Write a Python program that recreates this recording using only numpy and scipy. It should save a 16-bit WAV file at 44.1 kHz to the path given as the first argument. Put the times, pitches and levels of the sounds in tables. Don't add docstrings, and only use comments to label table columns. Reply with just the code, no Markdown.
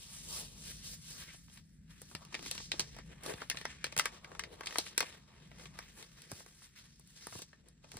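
import sys
import numpy as np
from scipy import signal
from scipy.fft import rfft, irfft
from scipy.io import wavfile

SR = 44100
rng = np.random.default_rng(int(sys.argv[2]) if len(sys.argv) > 2 else 0)


def put_to_file(sound):
    columns = np.atleast_2d(sound).T
    safe = np.clip(columns, -1, 1)
    whole_steps = np.round(safe * 32767)
    wavfile.write(sys.argv[1], SR, whole_steps.astype(np.int16))


N = 352359
HZ = np.arange(N // 2 + 1) * SR / N

# peak_s, rise_s, fade_s, level_db, brightness_db
HAND_MOVES = [(0.0, .1, 0.32, -59.5, 14.5), (.17, 0.28, 0.059, -57.5, 14.5), (.32, 0.069, 0.21, -52, 14.5),
              (.41, 0.44, 0.13, -50, 14), (.7, 0.22, 0.1, -51, 8.5), (.87, 0.14, 0.13, -50, 9),
              (.94, 0.19, 0.046, -50.5, 12.5), (1.1, 0.17, 0.47, -55.5, 10.5), (1.221, .12, 0.065, -48, 2),
              (1.29, 0.036, 0.087, -55.5, -6.5), (1.339, .1, .05, -63.5, 8), (1.44, 0.12, 0.086, -71, 8),
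              (1.52, 0.055, 0.067, -75, -7), (1.578, 0.052, 0.046, -58.5, -1.5),
              (1.91, 0.032, 0.14, -60.5, -2), (2.02, 0.042, 0.093, -60, 6), (2.1, 0.11, 0.16, -59.5, 8.5),
              (2.22, .15, 0.081, -64, 3), (2.33, 0.017, 0.32, -56, 0), (2.47, 0.14, 0.48, -56.5, 25),
              (2.6, 0.62, 0.035, -61.5, -9), (2.82, 0.22, 0.12, -54, 0.5), (2.99, 0.093, 0.054, -58, -7.5),
              (3.13, 0.1, 0.024, -61.5, -10.5), (3.25, 0.042, 0.14, -51.5, -2.5),
              (3.32, 0.17, 0.063, -54, -8), (3.42, 0.062, 0.062, -52, -6), (3.59, 0.28, 0.14, -55.5, -2.5),
              (3.7, 0.1, 0.19, -52.5, -6.5), (3.87, 0.12, 0.076, -53, -3), (4.04, 0.17, 0.3, -54.5, -2),
              (4.24, 0.027, 0.23, -63.5, -3), (4.36, .1, .1, -69, 0), (4.46, 0.13, .1, -63, -7),
              (4.54, .1, 0.045, -63.5, -2), (4.64, 0.083, 0.9, -58, -7), (4.81, 0.17, 0.083, -48, 6),
              (4.89, 0.24, 0.022, -55.5, 13), (5.03, 0.044, 0.076, -53, 2), (5.14, 0.12, 0.082, -56, -3.5),
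              (5.27, .3, .3, -77.5, -7), (5.43, 0.13, .12, -62.5, -7), (5.53, 0.11, 0.11, -68, -16),
              (5.63, 0.21, 0.12, -56.5, -2.5), (5.82, .12, 0.15, -56, -4.5), (6.0, .12, .12, -56.5, 0.5),
              (6.17, 1, 1, -64, 1), (6.32, 0.052, 0.022, -54, 0), (6.39, 0.12, 0.07, -53.5, 8),
              (6.65, 0.18, 0.056, -60, 2), (6.78, 0.066, 0.085, -57, 2), (6.86, .1, 0.037, -70, -3.5),
              (7.02, 0.17, 0.067, -85, -9), (7.16, 0.1, 0.44, -60, 4), (7.26, 0.14, 0.13, -55.5, 1),
              (7.34, 0.37, 0.15, -66.5, 20), (7.43, 0.35, 0.021, -58, 13), (7.57, 0.057, 0.18, -78.5, -8.5),
              (7.68, 0.068, 0.21, -75, 1), (7.84, 0.026, 0.066, -66, 0), (7.92, 0.061, 0.11, -62.5, 12),
              (7.98, 0.14, .1, -57, 4)]
# offset_db, brightness_share
LAYER_RESPONSE = [(-1.86, 0.38), (-6, 0.44), (-2.44, -0.51), (-6, -0.46)]
# time_s, sheen_db, low_rub_db
GRIP_COLOUR = [(0, 2, 7.5), (.6, 3, 1.5), (1.2, 0, -6), (1.6, 5, -9), (2.1, 0, 2.5), (2.6, -7.5, 3),
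               (3.0, -4, 3), (3.3, 6.5, 5.5), (3.8, -8, -1), (4.3, -1.5, 6), (4.9, -1, 1), (5.4, -1, 7.5),
               (5.9, 0, 0.5), (6.2, 2.5, -9.5), (6.6, 2, 1), (7.0, -0.5, 0), (7.5, -2, 2), (7.99, -9, 3.5)]
# frequency_hz, level_db
FRICTION_EQ = [(1800, -21.5), (2800, -4.5), (4300, -2), (5800, 0.5), (7000, -4), (8500, -10.5)]
SHEEN_EQ = [(5500, -3), (7500, 1.5), (11000, 3), (15500, -6.5), (16000, -46)]
FILM_BODY_EQ = [(600, -29.5), (1000, -8.5), (1700, -1.5), (2600, -2.5), (4000, -5.5)]
LOW_RUB_EQ = [(170, -15), (290, -2.5), (500, -2.5), (800, -8.5), (1200, -8)]
# start_s, peak_db, panel_hz, sharpness_db, weight_db
BUCKLES = [(1.344, -46, 2570, -17, -12.5), (1.482, -53.5, 1780, -18, -19), (1.498, -48.5, 2590, -17, -20),
           (1.573, -47, 3530, -16, -25), (2.017, -48.5, 1310, -2, -8), (2.113, -47.5, 1030, -9, -9),
           (2.15, -29, 2420, -11.5, -18.5), (2.25, -48.5, 2610, -7, -14), (2.325, -45.5, 980, -17, -17),
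           (2.343, -27, 2530, -27, -20), (2.35, -26, 2190, -17.5, -23), (2.392, -40.5, 2430, -14, -11),
           (2.427, -43.5, 3610, -9, -7.5), (2.461, -34, 2440, -11, -20), (2.512, -25, 3220, -8.5, -22),
           (2.551, -38.5, 3500, -9, -10.5), (2.578, -29.5, 3280, -35, -26), (2.601, -41.5, 947, -26, -13),
           (2.717, -20, 2760, -18.5, -24.5), (2.739, -45.5, 3780, -52, 2.5), (2.795, -17.5, 3630, -11, -20),
           (2.803, -25, 3910, -13, -33), (2.965, -44, 974, -10, -9), (2.987, -41.5, 977, -11.5, -7),
           (3.235, -46, 1610, -4, -29), (3.262, -32.5, 3580, -9.5, -8), (3.337, -36, 2430, -15, -13.5),
           (3.418, -32, 1030, -15, -10.5), (3.499, -20.5, 2520, -8.5, -25), (3.513, -27, 1980, -22, -29),
           (3.545, -41.5, 2160, -25, -6), (3.554, -42, 1950, -18, -18), (3.571, -27.5, 2290, -18.5, -28),
           (3.613, -35.5, 1980, -12.5, -17), (3.653, -25, 1370, -14.5, -23), (3.842, -22, 2370, -11, -21),
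           (3.866, -33.5, 1990, -14, -19), (3.924, -33.5, 2360, -13.5, -14), (3.965, -26.5, 980, -8.5, -20),
           (3.977, -25.5, 2380, -4.5, -22.5), (3.988, -23.5, 2200, -7, -20.5),
           (3.995, -15.5, 1500, -9, -42), (4.056, -21.5, 1490, -10, -24.5), (4.245, -37.5, 1620, -13, -16),
           (4.317, -42.5, 1170, -15, -6), (4.35, -40, 1170, -13.5, -17.5), (4.394, -23.5, 1970, -13, -53),
           (4.437, -31.5, 1970, -16, -22.5), (4.608, -32, 999, -12.5, -19.5), (4.634, -39, 1920, -16, -24),
           (4.659, -31, 3950, -17.5, -32), (4.67, -25.5, 3000, -18.5, -29.5),
           (4.708, -34.5, 2130, -15.5, -25), (4.725, -36, 1730, -13, -16), (4.757, -25, 1120, -17, -26),
           (4.784, -19, 3620, -8, -14.5), (4.865, -36, 1970, -18.5, -23), (4.978, -19.5, 2270, -5, -21),
           (5.005, -19.5, 1990, -10, -16), (5.027, -29.5, 1900, -13.5, -7), (5.125, -42.5, 2190, -20, -21),
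           (5.515, -46, 1990, -37, -8), (5.595, -46, 2760, -30, -14), (5.656, -37.5, 2100, -22, -15),
           (5.789, -34, 1020, -9.5, -19), (6.026, -39, 2400, -11, -23.5), (6.219, -46.5, 2290, -6, -18),
           (6.316, -40.5, 1180, -4, -5.5), (6.403, -47, 1070, -12, -6), (6.462, -49, 1390, -6.5, -8),
           (6.62, -49.5, 1360, -20, -23), (6.996, -64, 813, 1, 2.5), (7.074, -62, 3170, -1.5, -18),
           (7.269, -38.5, 1050, -6, -9.5), (7.324, -42, 1190, -15, -6), (7.353, -44, 877, -8, -3),
           (7.391, -50, 1200, -3, 0), (7.419, -38.5, 3510, -7.5, -17), (7.424, -48.5, 2070, -3.5, -18),
           (7.53, -50.5, 1790, -36, -8), (7.685, -57, 3350, -3.5, -28), (7.843, -49, 2140, -14, -3.5),
           (7.917, -41, 2150, -8, -19), (7.941, -54, 931, -5.5, 1), (7.969, -41.5, 2020, -5.5, -5)]
# frequency_hz, level_db
SNAP_EQ = [(3000, -11.5), (4500, 2.5), (5800, 3.5), (7000, -2), (8500, -33.5)]
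CRACK_EQ = [(5500, -7), (7500, 5), (11000, 6.5), (14000, 0.5), (16500, -15)]
# start_s, peak_db
BUMPS = [(2.149, -46), (3.34, -43), (3.978, -44), (5.019, -61), (6.326, -41), (7.325, -52), (7.358, -44),
         (7.955, -43.5)]
# time_s, pitch_hz, level_db
SQUEAK_CURVE = [(3.265, 389, -53), (3.287, 365, -47), (3.301, 426, -59), (3.329, 440, -47.5),
                (3.35, 425, -71)]
# time_s, level_db
FAN_LEVEL = [(0.0, -56.5), (2.11, -61.5), (2.49, -56.5), (4.47, -60.5), (4.94, -59.5), (5.27, -64),
             (5.74, -56), (6.01, -63), (7.48, -63.5), (7.72, -63.5), (7.99, -62.5)]
# frequency_hz, level_db
FAN_EQ = [(22, -40), (38, -6), (54, 0.5), (76, -5.5), (88, -2.5), (103, -13), (131, -3), (152, -2),
          (161, 2.5), (171, -3.5), (204, -6.5), (249, -12), (280, -16.5), (330, -28.5), (430, -51.5),
          (730, -120)]
AIR_EQ = [(330, 9.5), (600, -2.5), (1100, -13), (1700, 1.5), (2500, -10), (4500, -22), (8000, -2.5),
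          (9500, -29.5), (13000, -14.5), (16000, -47.5)]
ROOM_EQ = [(200, -13.5), (700, -1.5), (1130, -2), (1400, -4.5), (1900, 0), (2600, -3), (5500, 2.5),
           (8000, -3), (15000, -10)]
# frequency_hz, amplitude_share
PORT_SHARE = [(60, 0.91), (150, 0.97), (300, 0.6), (650, 0.17), (1100, 0.34), (1600, 0.65), (2300, 0.93),
              (3200, 0.072), (4500, 0.25), (6000, 0.72), (8000, 0.74), (10500, 0.74), (12500, 1),
              (14500, 0.23)]
# frequency_hz, phase_rad
LEFT_LEAD = [(0, 0), (1290, -0.6), (1980, 0.3), (2410, 0.8), (3270, 3.7), (3620, 6.5), (4310, 6.9),
             (5000, 9.4), (5600, 9.9), (6120, 9.6), (6890, 10.1), (8350, 12.2), (9560, 12.9), (11700, 15.3),
             (13500, 16.3), (14700, 18.5), (15500, 18.8), (16500, 18.7)]
# frequency_hz, level_db
LEFT_BOOST = [(60, 1.5), (110, 1), (200, 1), (380, 2.5), (700, 2.5), (1290, 2), (2380, 1), (4400, 1.5),
              (8120, 0), (15000, 0)]


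def rustle():
    friction_gain, sheen_gain, body_gain, low_gain = hand_movements()
    sheen_db, low_db = curves(GRIP_COLOUR)
    grain = creases(per_s=230, spread_db=2, t60_s=0.027, smooth=1.2) * from_db(1.3 * drift(8.3))
    on_gloves = np.arange(N) < 1.45 * SR
    grain = np.where(on_gloves, grain ** 0.55, grain)
    friction = friction_gain * patchy_noise(FRICTION_EQ, swing_db=2.2, rate_hz=6.1, bands=4)
    sheen = sheen_gain * patchy_noise(SHEEN_EQ, swing_db=2.2, rate_hz=14, bands=3)
    body = body_gain * patchy_noise(FILM_BODY_EQ, swing_db=2.2, rate_hz=6, bands=4)
    low_rub = low_gain * patchy_noise(LOW_RUB_EQ, swing_db=5.5, rate_hz=2.5, bands=3)
    return grain * (friction + from_db(sheen_db) * sheen + body + from_db(low_db) * low_rub)


def hand_movements():
    peak_s, rise_s, fade_s, level_db, brightness_db = np.transpose(HAND_MOVES)[:, :, None]
    t = np.arange(0, N + 64, 64) / SR
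    from_peak = np.where(t < peak_s, (peak_s - t) / rise_s, (t - peak_s) / fade_s)
    swell_db = level_db - 20 * from_peak ** 0.96
    gains = []
    for offset_db, share in LAYER_RESPONSE:
        power = np.sum(from_db(swell_db + offset_db + share * brightness_db) ** 2, axis=0)
        gains.append(np.interp(np.arange(N) / SR, t, np.sqrt(power)))
    return gains


def creases(per_s, spread_db, t60_s, smooth):
    triggers = rng.random(N) < per_s * from_db(4 * drift(9)) / SR
    sizes = triggers * from_db(-spread_db * np.minimum(rng.exponential(1, N), 4))
    grains = signal.lfilter([1], [1, -from_db(-60 / (t60_s * SR))], sizes + 1e-18)
    return unit_rms(smooth + unit_rms(grains))


def patchy_noise(eq, swing_db, rate_hz, bands):
    spectrum = rfft(coloured_noise(eq))
    low_hz, high_hz = eq[0][0], eq[-1][0]
    band_position = np.clip(np.log((HZ + 1) / low_hz) / np.log(high_hz / low_hz), 0, 1) * (bands - 1)
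    out = np.zeros((2, N))
    for band in range(bands):
        crossfade = np.maximum(1 - np.abs(band_position - band), 0)
        out += from_db(swing_db * drift(rate_hz)) * irfft(spectrum * crossfade, N)
    return unit_rms(out)


def film_buckles():
    size = 4096
    t, out = np.arange(size) / SR, np.zeros((2, N + size))
    low, snap, crack = (np.tile(coloured_noise(eq), 2) for eq in (LOW_RUB_EQ, SNAP_EQ, CRACK_EQ))
    white = rng.standard_normal((2, N + size))
    for start_s, peak_db, panel_hz, sharpness_db, weight_db in BUCKLES:
        span = slice(round(start_s * SR), round(start_s * SR) + size)
        snap_db, crack_db = sharpness_db + 1, 2.1 * sharpness_db + 10.5
        hit = panel_ring(white[:, span] * attack_decay(t, 0.00032, 0.021), panel_hz)
        hit += from_db(weight_db) * low[:, span] * attack_decay(t, 0.00052, 0.04)
        hit += from_db(snap_db) * snap[:, span] * attack_decay(t, 0.0001, 0.013)
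        hit += from_db(crack_db) * crack[:, span] * attack_decay(t, 0.00029, 0.011)
        out[:, span] += from_db(peak_db) * hit
    return out[:, :N]


def panel_ring(burst, pitch_hz):
    width_hz = 0.7 * pitch_hz
    radius, angle = np.exp(-np.pi * width_hz / SR), 2 * np.pi * pitch_hz / SR
    ring = signal.lfilter([1, 0, -1], [1, -2 * radius * np.cos(angle), radius ** 2], burst)
    ring = signal.sosfilt(signal.butter(2, 3.35 * pitch_hz, fs=SR, output="sos"), ring)
    return ring / np.abs(ring).max(axis=1, keepdims=True)


def soft_bumps():
    size = 3000
    t, out = np.arange(size) / SR, np.zeros(N + size)
    pitch_hz = 70 + 190 * np.exp(-t / 0.0043)
    bump = np.sin(2 * np.pi * np.cumsum(pitch_hz) / SR) * attack_decay(t, 0.0014, 0.05)
    for start_s, peak_db in BUMPS:
        start = round(start_s * SR)
        out[start:start + size] += from_db(peak_db) * bump
    return out[:N]


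def finger_squeak():
    pitch_hz, level_db = curves(SQUEAK_CURVE)
    t = np.arange(N) / SR
    gate = np.clip(np.minimum(t - SQUEAK_CURVE[0][0], SQUEAK_CURVE[-1][0] - t) / 0.017, 0, 1)
    phase = 2 * np.pi * np.cumsum(pitch_hz) / SR
    tone = np.sqrt(2) * np.sin([phase, phase + np.pi / 2])
    return gate * from_db(level_db + 1.8 * drift(40)) * tone


def ping(start_s=7.531, pitch_hz=1820, peak_db=-57, t60_s=0.067):
    t = np.maximum(np.arange(N) / SR - start_s, 0)
    return from_db(peak_db - 60 * t / t60_s) * np.sin(2 * np.pi * pitch_hz * t)


def small_room(dry, wet_db=-10.5, t60_s=0.086):
    t = np.arange(SR // 2) / SR
    tail = coloured_noise(ROOM_EQ)[:, :len(t)] * attack_decay(t, 0.0044, t60_s)
    tail /= np.sqrt(np.sum(tail ** 2) / 2)
    return dry + from_db(wet_db) * signal.fftconvolve(dry, tail, axes=1)[:, :N]


def fan_and_air(air_db=-79.5):
    fan_db, = curves(FAN_LEVEL)
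    fan = from_db(fan_db + 1.6 * drift(1.15)) * coloured_noise(FAN_EQ)
    return fan + from_db(air_db) * coloured_noise(AIR_EQ)


def coloured_noise(eq):
    low_hz, high_hz = eq[0][0], eq[-1][0]
    roll_off = np.minimum((HZ / low_hz) ** 3, 1) * np.minimum((high_hz / (HZ + 1)) ** 6, 1)
    white = rfft(rng.standard_normal((2, N)))
    return unit_rms(irfft(white * from_db(over_frequency(eq)) * roll_off, N))


def drift(rate_hz):
    hop, settle = 40, 2000
    pole = np.exp(-2 * np.pi * rate_hz * hop / SR)
    white = rng.standard_normal(N // hop + settle + 2)
    slow = signal.lfilter([1], [1, -2 * pole, pole ** 2], white)[settle:]
    return np.interp(np.arange(N) / hop, np.arange(len(slow)), unit_rms(slow))


def attack_decay(t, rise_s, t60_s):
    shape = (1 - np.exp(-t / rise_s)) * from_db(-60 * t / t60_s)
    return shape / shape.max()


def curves(rows):
    time_s, *columns = np.transpose(rows)
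    return [np.interp(np.arange(N) / SR, time_s, column) for column in columns]


def over_frequency(rows):
    frequency_hz, values = np.transpose(rows)
    return np.interp(np.log(HZ + 1), np.log(frequency_hz + 1), values)


def from_db(db):
    return 10 ** (np.asarray(db) / 20)


def unit_rms(x):
    return x / np.sqrt(np.mean(x ** 2) + 1e-20)


def scene():
    handling = small_room(rustle() + film_buckles() + finger_squeak() + ping())
    left, other = rfft(handling + soft_bumps() + fan_and_air())
    share = over_frequency(PORT_SHARE)
    lead_rad = np.interp(HZ, *np.transpose(LEFT_LEAD))
    right = (share * left + np.sqrt(1 - share ** 2) * other) * np.exp(-1j * lead_rad)
    pan = from_db(over_frequency(LEFT_BOOST) / 2)
    return irfft(np.array([left * pan, right / pan]), N)


def record(dry):
    return signal.sosfilt(signal.cheby2(22, 80, 17000, fs=SR, output="sos"), dry)


dry = scene()
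out = record(dry)
put_to_file(out)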